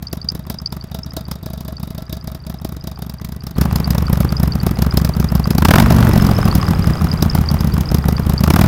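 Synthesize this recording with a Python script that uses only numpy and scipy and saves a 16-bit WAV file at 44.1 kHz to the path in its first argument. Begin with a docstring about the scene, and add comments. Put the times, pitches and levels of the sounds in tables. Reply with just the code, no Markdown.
"""A V-twin motorcycle idles unevenly in an open field, first heard from behind. Each firing thumps
through the pipes with a rasp and a hiss. Often a cylinder misfires: a leak chirps, and the unburnt
fuel makes its next bang harder. From 3.56 s we are close beside the bike. At 5.6 s a quick twist of
the throttle revs it up and overloads the microphone. The engine then coasts down, burbling,
and at 8.4 s it is revved once more."""
import sys
import numpy as np
from scipy import signal
from scipy.fft import rfft, irfft, next_fast_len
from scipy.io import wavfile

SR = 44100
rng = np.random.default_rng(int(sys.argv[2]) if len(sys.argv) > 2 else 0)


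def transcribe(u):
    """Save the signal u as a 16-bit wav file named by the first command-line argument.

    u: samples, shape (n,) or (channels, n), limited to [-1, 1]; the rate is SR.
    q: integer samples, one column per channel.
    """
    v = np.clip(np.atleast_2d(u).T, -1, 1)
    q = np.round(v * 32767).astype(np.int16)
    wavfile.write(sys.argv[1], SR, q)


N = 382347
TIME = np.arange(N) / SR

# How fast the engine turns. Each row: time in seconds, turns per minute.
ENGINE_SPEED = [(0.0, 1663), (0.44, 1601), (1.195, 1636), (1.55, 1636.6), (1.85, 1593), (2.1, 1643),
                (2.4, 1604), (3.253, 1603), (3.642, 1678), (3.75, 1622), (4.224, 1604), (4.666, 1512),
                (4.876, 1598.0), (5.537, 1553), (5.651, 1856.0), (5.798, 2958), (6.118, 2791),
                (6.652, 2290.0), (7.19, 1950), (7.918, 1730.3), (8.437, 1688), (8.67, 2675)]
# Quick twists of the throttle. 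Each row: opens in seconds, closes in seconds, opening from 0 to 1.
THROTTLE_BLIPS = [(5.563, 5.816, 0.94), (8.403, 8.637, 0.71)]
# Misfires, each marked by a chirp. Each row: time of the chirp in seconds, its base level in dB.
MISFIRES = [(0.07, -16.5), (0.1144, -33), (0.2155, -20), (0.288, -4), (0.4395, -39), (0.5865, -18.5),
            (0.6597, -8), (0.7038, -34), (0.811, -24), (0.887, -40), (1.0329, -20), (1.107, -26),
            (1.253, -28), (1.4103, -50), (1.768, -23), (2.0657, -34), (2.211, -29.5), (2.402, -36),
            (2.4386, -34), (2.5871, -33), (2.8101, -29.5), (2.959, -30), (3.1849, -32), (3.4067, -28.5),
            (3.5539, -34), (3.7062, -32), (3.8438, -14), (4.0675, -20.5), (4.2911, -19.5), (4.3672, -15),
            (4.5211, -15.5), (4.6013, -20.5), (4.7575, -28), (4.9093, -18.5), (5.1375, -21),
            (5.2876, -20.5), (5.442, -16), (5.8436, -26), (5.885, -26), (6.119, -26), (6.2105, -19),
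            (6.366, -17), (6.4144, -20), (6.5127, -13), (6.6139, -16), (6.6662, -19), (6.7748, -32),
            (6.8234, -18), (6.9347, -19), (6.9919, -25), (7.1151, -11), (7.1743, -21.5), (7.2985, -10.5),
            (7.4881, -8), (7.889, -17), (8.0245, -29), (8.1664, -17.5), (8.2344, -29), (8.3791, -11.5)]
# The sharpest bangs. Each row: time in seconds, extra hiss in dB.
BACKFIRES = [(.13, 4), (.5, 7), (1.17, 5), (1.31, 4.5), (2.13, 3), (2.65, 3), (3.61, 4), (4.2, 4.5),
             (4.66, 1.5), (4.97, 4.5), (5.05, 3.5), (5.58, 3.5), (5.9, 9.5), (6.55, 7.5), (7.22, 6.5),
             (7.35, 6.5), (7.61, 1.5), (7.94, 2.5)]
# The notes at which parts ring. Each row: pitch in Hz, width in Hz, level in dB.
PIPE_MODES = [(82.2, 18.4, 5), (58.4, 9, 4), (125.6, 88.6, 4.5), (224.7, 49.5, 5.5), (156, 18.4, 1.5)]  # gas in the exhaust pipes
VALVE_MODES = [(1142, 256, 11), (1960, 4, 14.5), (822, 100, 7.5)]  # the valve gear
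PLATE_MODES = [(644.4, 27, 5), (1100, 67, -15.5), (1330, 11, -4.5), (1690, 38, -14), (3760, 295, -10.5),
               (3200, 77, -31), (4630, 290, -13.5), (5220, 52, -30)]  # the backrest plate
# The tone colours of the noises. Each row: frequency in Hz, relative strength there in dB.
RASP_COLOUR = [(90, -8), (180, 6), (300, 7.5), (480, -4), (660, 0), (900, -4), (1250, -8), (1800, -18),
               (2800, -24), (5000, -33)]  # gas swirling in the pipe mouth
BARK_COLOUR = [(500, -9), (1000, 7.5), (1900, -1.5), (3000, -5.5), (6000, -14)]  # the harsh edge of a firing under throttle
HISS_COLOUR = [(1500, 2.5), (2800, -1), (3900, 4.5), (4400, 4), (4950, 11), (5700, 5), (7200, -1),
               (8800, -6.5), (10700, -3.5), (13000, -1)]  # the gas jet at the opening valve
SIZZLE_COLOUR = [(7000, -23), (9500, -2), (10800, 1.5), (12200, -0.5), (14300, 8.5), (16000, -10)]  # that jet's finest swirls
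WHIRR_COLOUR = [(25, 11), (60, 21), (170, 14), (300, 4.5), (520, -3), (760, -5), (1250, -5.5), (1900, -13),
                (3000, -18), (4900, -25.5), (7500, -30), (14000, -27), (16000, -28)]  # gears, chain and cooling fins
# The tones of the pistons' hum. Each row: vibrations per engine cycle, relative level in dB.
DRONE_TONES = [(5, -1.5), (9, -7.5), (10, -12.5)]
# How loudly the plate buzzes, heard from behind. Each row: time in seconds, level in dB.
PLATE_LEVELS = [(0, -48.5), (1.5, -40.5), (2.2, -43), (3.5, -49.5)]

# Base levels, all in dB: from behind, from beside, then the change at full throttle,
# when coasting, and for each doubling of engine speed.
THUMP_DB = (-16, -2, 4, -1, -0.5)
RASP_DB = (-22, -22.5, 8, -6.5, 5)  # rasp, bark, hiss and drone are added to the thump's level
BARK_DB = (-47, -47, 26, -3, -4)
HISS_DB = (-24, -28.5, 4.5, -2.5, -1)
DRONE_DB = (-19, -20.5, -6, -2, 12)
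MACHINE_DB = (-41.5, -27.5, -5, 0, 12)
CHIRP_DB = (0, 0, 0, -1.5, -2)  # added to each chirp's own level

IDLE_RPM = 1655
BESIDE_S = 3.56  # the microphone is behind the bike until then
COAST_S, SETTLE_S = (6.5, 7.687), 0.46  # throttle shut: from, until; time to settle back to idle
SKIPPING_S = (6.32, 7.88)  # from, until: the rear cylinder skips every second firing


def exhaust(times):
    """Each firing lets out a burst of gas that rings the pipes, rasps at their mouth and hisses."""
    load_db = level_db(THUMP_DB, times)
    loss_db, bang_db, crack_db = combustion(times)
    burnt = from_db(load_db + loss_db + 0.37 * bang_db + vary(times, spread=0.5) + 1.5)
    pumped = from_db(load_db - 7) * (1 - from_db(loss_db))  # a misfire only pumps air, a little later
    pressure = repeat(puff(rise_s=0.00025, length_s=0.0011), times - 0.0005, burnt)
    pressure += repeat(puff(rise_s=0.003, length_s=0.0015), times + 0.00563, pumped)
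    thump = -resonate(pressure, PIPE_MODES)
    # swirling grows faster than the pressure that drives it
    swirl_db = load_db + 2.1 * loss_db + bang_db + vary(times, spread=1.13)
    swirl = gust(peak_s=0.0082, rise_s=0.0019, fall_s=0.0026, tail_db=-12.5, tail_s=0.0069)
    rasp = repeat(swirl, times - 0.003, from_db(swirl_db + level_db(RASP_DB, times) + 6))
    bark = repeat(swirl, times - 0.004, from_db(swirl_db + level_db(BARK_DB, times) + 14))
    jet_db = load_db + level_db(HISS_DB, times) + 1.27 * loss_db + crack_db
    jet = gust(peak_s=0.007, rise_s=0.0012, fall_s=0.0034, tail_db=-14, tail_s=0.0019)
    hiss = repeat(jet, times - 0.005, from_db(jet_db + vary(times, spread=3)))
    sizzle = repeat(jet, times - 0.0058, from_db(jet_db + vary(times, spread=0.5)))
    # the valve stays open while the piston sweeps the gas out, loudest on the front cylinder
    sweep = gust(peak_s=0.03, rise_s=0.023, fall_s=0.0012, tail_db=-37, tail_s=0.006)
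    swept = repeat(sweep, times, from_db(jet_db - 34 + 16.5 * is_front(times)))
    hiss += swept
    sizzle += from_db(-9) * swept
    return (thump + rasp * noise(RASP_COLOUR) + bark * noise(BARK_COLOUR)
            + hiss * noise(HISS_COLOUR) + sizzle * noise(SIZZLE_COLOUR))


def combustion(times, misfire_db=-16.5, weakened_db=-0.5, carry_over=0.21):
    """How the fuel burns on each stroke: lost strength, extra rasp and extra hiss, all in dB."""
    dead, backfire_db = np.zeros(len(times)), np.zeros(len(times))
    dead[np.searchsorted(times, [s for s, _ in MISFIRES]) - 1] = 1
    dead[skipped(times)] = 1
    for s, db in BACKFIRES:
        backfire_db[np.argmin(abs(times - s))] = db
    rich = later(dead, count=2) * (1 - dead)  # unburnt fuel feeds the same cylinder's next firing
    ordinary = (1 - dead) * (1 - rich) * (backfire_db == 0)
    # a firing is weaker right after a misfire, or when a rich bang left burnt gas in its cylinder
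    weakened = ordinary * (later(dead, count=1) + later(rich, count=2))
    loss_db = misfire_db * dead + weakened_db * weakened
    front = is_front(times)  # the sharper-sounding cylinder
    bang_db = 3.5 * rich + 1.5 * front + 0.85 * backfire_db
    lingering = carry_over * ordinary * later(rich, count=1)
    crack_db = 3 * (rich + lingering) + 4.5 * front + backfire_db
    return loss_db, bang_db, crack_db


def crank_cycles(start_cycle=0.228):
    """Counts the engine's cycles as time passes; one cycle is two turns."""
    return start_cycle + np.cumsum(in_time(ENGINE_SPEED)) / 120 / SR


def firing_times(cycles, lag_cycles=0.575, jitter_s=0.00025):
    """Each cylinder is due to fire once per cycle; the V shape makes the gaps long and short."""
    whole = np.arange(int(cycles[-1]) + 1)
    due = np.sort(np.r_[whole, whole + lag_cycles])
    times = np.interp(due[(due > cycles[0]) & (due < cycles[-1])], cycles, TIME)
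    return times + rng.normal(0, jitter_s, len(times))


def is_front(times):
    """Marks the front cylinder, which fires after the short gap."""
    return np.diff(times, append=times[-1]) > np.diff(times, prepend=0)


def skipped(times):
    """The strokes that the rear cylinder leaves out as the engine slows."""
    return np.flatnonzero(~is_front(times) & (times > SKIPPING_S[0]) & (times < SKIPPING_S[1]))[::2]


def piston_drone(cycles, lag_s=0.004):
    """The pistons push gas out in a steady rhythm: a hum that stands out at speed."""
    late = np.interp(TIME - lag_s, TIME, cycles)
    hum = sum(from_db(db) * np.cos(2 * np.pi * order * late) for order, db in DRONE_TONES)
    return from_db(level_db(THUMP_DB) + level_db(DRONE_DB)) * hum


def leak_chirps(times, idle_hz=4817, hz_per_rpm=0.25, spread_hz=150, fall_hz_per_s=35000):
    """A cylinder that fails to fire draws air through a small gap: a brief, falling whistle."""
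    out, half = np.zeros(N), SR // 100
    t = np.arange(-half, half) / SR
    swell = np.exp(-(t / 0.0012) ** 2 / 2)
    skips = [(s + 0.011, -23) for s in times[skipped(times)]]  # seconds and dB, like the misfires
    chirps = []
    for s, db in list(MISFIRES) + skips:
        hz = idle_hz + hz_per_rpm * (in_time(ENGINE_SPEED, s) - IDLE_RPM) + spread_hz * rng.normal()
        chirps.append((s + 0.0017, db, hz))
    # the wave coming back up the pipe blows each whistle again, softer and higher
    repeats = [(s + 0.012, db - 12, hz * 1.07) for s, db, hz in chirps]
    for s, db, hz in chirps + repeats:
        phase = 2 * np.pi * (hz * t - fall_hz_per_s * t ** 2 / 2 + rng.random())
        phase += 0.024 * np.cumsum(rng.standard_normal(len(t)))  # roughens the tone
        whistle = np.sin(phase) + from_db(-19) * np.sin(1.223 * phase)
        at = np.clip(int(s * SR), half, N - half)
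        out[at - half:at + half] += from_db(db + level_db(CHIRP_DB, s)) * swell * whistle
    return out


def machinery(times, front_db=8, shadow_hz=7300):
    """The engine whirrs, and a valve clacks shut after each stroke, harder on the front cylinder."""
    shut = times[:-1] + np.minimum(0.027, 0.853 * np.diff(times))
    clack = gust(peak_s=0.0023, rise_s=0.002, fall_s=0.0011, tail_db=-38, tail_s=0.0058)
    clacks = repeat(clack, shut, from_db(front_db * is_front(times)[:-1] + vary(shut, spread=3)))
    valves = rms_one(resonate(clacks * rng.standard_normal(N), VALVE_MODES))
    whirr = noise(WHIRR_COLOUR)
    muffled = signal.lfilter(*signal.butter(1, shadow_hz, fs=SR), whirr)
    whirr = np.where(TIME < BESIDE_S, muffled, whirr)  # from behind, the bike blocks the treble
    return from_db(level_db(MACHINE_DB)) * (from_db(4.5) * whirr + from_db(-11) * valves)


def plate_buzz(times, beside_db=-58):
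    """Every firing shakes the backrest plate, which buzzes in its bolts."""
    loss_db, bang_db, _ = combustion(times)
    shake = gust(peak_s=0.00364, rise_s=0.00034, fall_s=0.001, tail_db=0, tail_s=0.015)
    shakes = repeat(shake, times, from_db(loss_db + bang_db + vary(times, spread=3)))
    ring_db = np.where(TIME < BESIDE_S, in_time(PLATE_LEVELS), beside_db)
    return from_db(ring_db) * rms_one(resonate(shakes * rng.standard_normal(N), PLATE_MODES))


def scatter(x, echo_db, fade_s):
    """Adds a blur of short echoes from the bike and the ground."""
    t = TIME[:SR // 10]
    echoes = rng.standard_normal(len(t)) * np.exp(-t / fade_s)
    echoes /= np.sqrt(np.sum(echoes ** 2))
    return x + from_db(echo_db) * signal.oaconvolve(x, echoes)[:N]


def level_db(layer, at=TIME, open_s=0.089, close_s=0.017):
    """A layer's level follows the microphone's place, the throttle and the engine speed."""
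    behind, beside, at_throttle, at_coast, per_doubling = layer
    throttle = sum(opening * (ramp(at, opens, open_s) - ramp(at, closes, close_s))
                   for opens, closes, opening in THROTTLE_BLIPS)
    coast = ramp(at, COAST_S[0], close_s) - ramp(at, COAST_S[1], SETTLE_S)
    doublings = np.log2(in_time(ENGINE_SPEED, at) / IDLE_RPM)
    place_db = np.where(at < BESIDE_S, behind, beside)
    return place_db + at_throttle * throttle + at_coast * coast + per_doubling * doublings


def puff(rise_s, length_s):
    """Pressure at an opening valve: a quick rise, then the cylinder empties."""
    t = TIME[:SR // 20]
    return (1 - np.exp(-t / rise_s)) * np.exp(-(t / length_s) ** 2 / 2)


def gust(peak_s, rise_s, fall_s, tail_db, tail_s):
    """The loudness of one burst: it swells, then dies away with a tail."""
    t = TIME[:SR // 10] - peak_s
    before, after = np.minimum(t, 0), np.maximum(t, 0)
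    swell = np.exp(-(before / rise_s) ** 2 / 2)
    return swell * (np.exp(-after / fall_s) + from_db(tail_db) * np.exp(-after / tail_s))


def repeat(shape, times, sizes):
    """Places a scaled copy of a shape at each moment."""
    clicks, inside = np.zeros(N), (times >= 0) & (times < TIME[-1])
    clicks[(times[inside] * SR).astype(int)] = sizes[inside]
    return signal.oaconvolve(clicks, shape)[:N]


def resonate(x, modes):
    """Makes a sound ring at each listed note; every second note's wave is flipped."""
    out = 0
    for k, (hz, width, db) in enumerate(modes):
        r = np.exp(-np.pi * width / SR)
        poles = [1, -2 * r * np.cos(2 * np.pi * hz / SR), r * r]
        ring = signal.lfilter([1, 0, -1], poles, x) * (1 - r * r) / 2
        out += (-1) ** k * from_db(db) * ring
    return out


def noise(colour):
    """Steady noise with the given tone colour."""
    hz, db = np.transpose(colour)
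    size = next_fast_len(N)
    bins = np.maximum(np.arange(size // 2 + 1) * SR / size, 1)
    gain = from_db(np.interp(np.log(bins), np.log(hz), db))
    gain /= (1 + (hz[0] / 2 / bins) ** 2) * (1 + (bins / hz[-1] / 2) ** 2)  # both ends fade out
    return rms_one(irfft(rfft(rng.standard_normal(size)) * gain, size)[:N])


def vary(times, spread):
    """No two strokes are alike: a random step up or down in dB for each."""
    return spread * rng.uniform(-1.5, 1.5, len(times))


def later(marks, count):
    """The same marks, some strokes later."""
    return np.r_[np.zeros(count), marks[:-count]]


def ramp(at, start_s, length_s):
    """Rises from 0 to 1."""
    return np.clip((at - start_s) / length_s, 0, 1)


def in_time(rows, at=TIME):
    """Reads a table's value at the given moments."""
    return np.interp(at, *np.transpose(rows))


def from_db(db):
    """Turns decibels into a multiplier."""
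    return 10 ** (np.asarray(db) / 20)


def rms_one(x):
    """Scales a sound to an average strength (rms) of 1."""
    return x / np.sqrt(np.mean(x ** 2) + 1e-20)


def scene():
    """Adds all the motorcycle's sounds into one channel."""
    cycles = crank_cycles()
    times = firing_times(cycles)
    chirps = scatter(leak_chirps(times), echo_db=-13, fade_s=0.004)
    return (exhaust(times) + piston_drone(cycles) + machinery(times) + plate_buzz(times) + chirps)[None]


def record(dry, ceiling=0.98, hardness=8, cutoff_hz=15900):
    """The microphone overloads on the strongest bangs, and the highest treble is cut."""
    clipped = dry / (1 + abs(dry / ceiling) ** hardness) ** (1 / hardness)
    return signal.sosfilt(signal.ellip(10, 0.1, 80, cutoff_hz, fs=SR, output="sos"), clipped)


dry = scene()
out = record(dry)
transcribe(out)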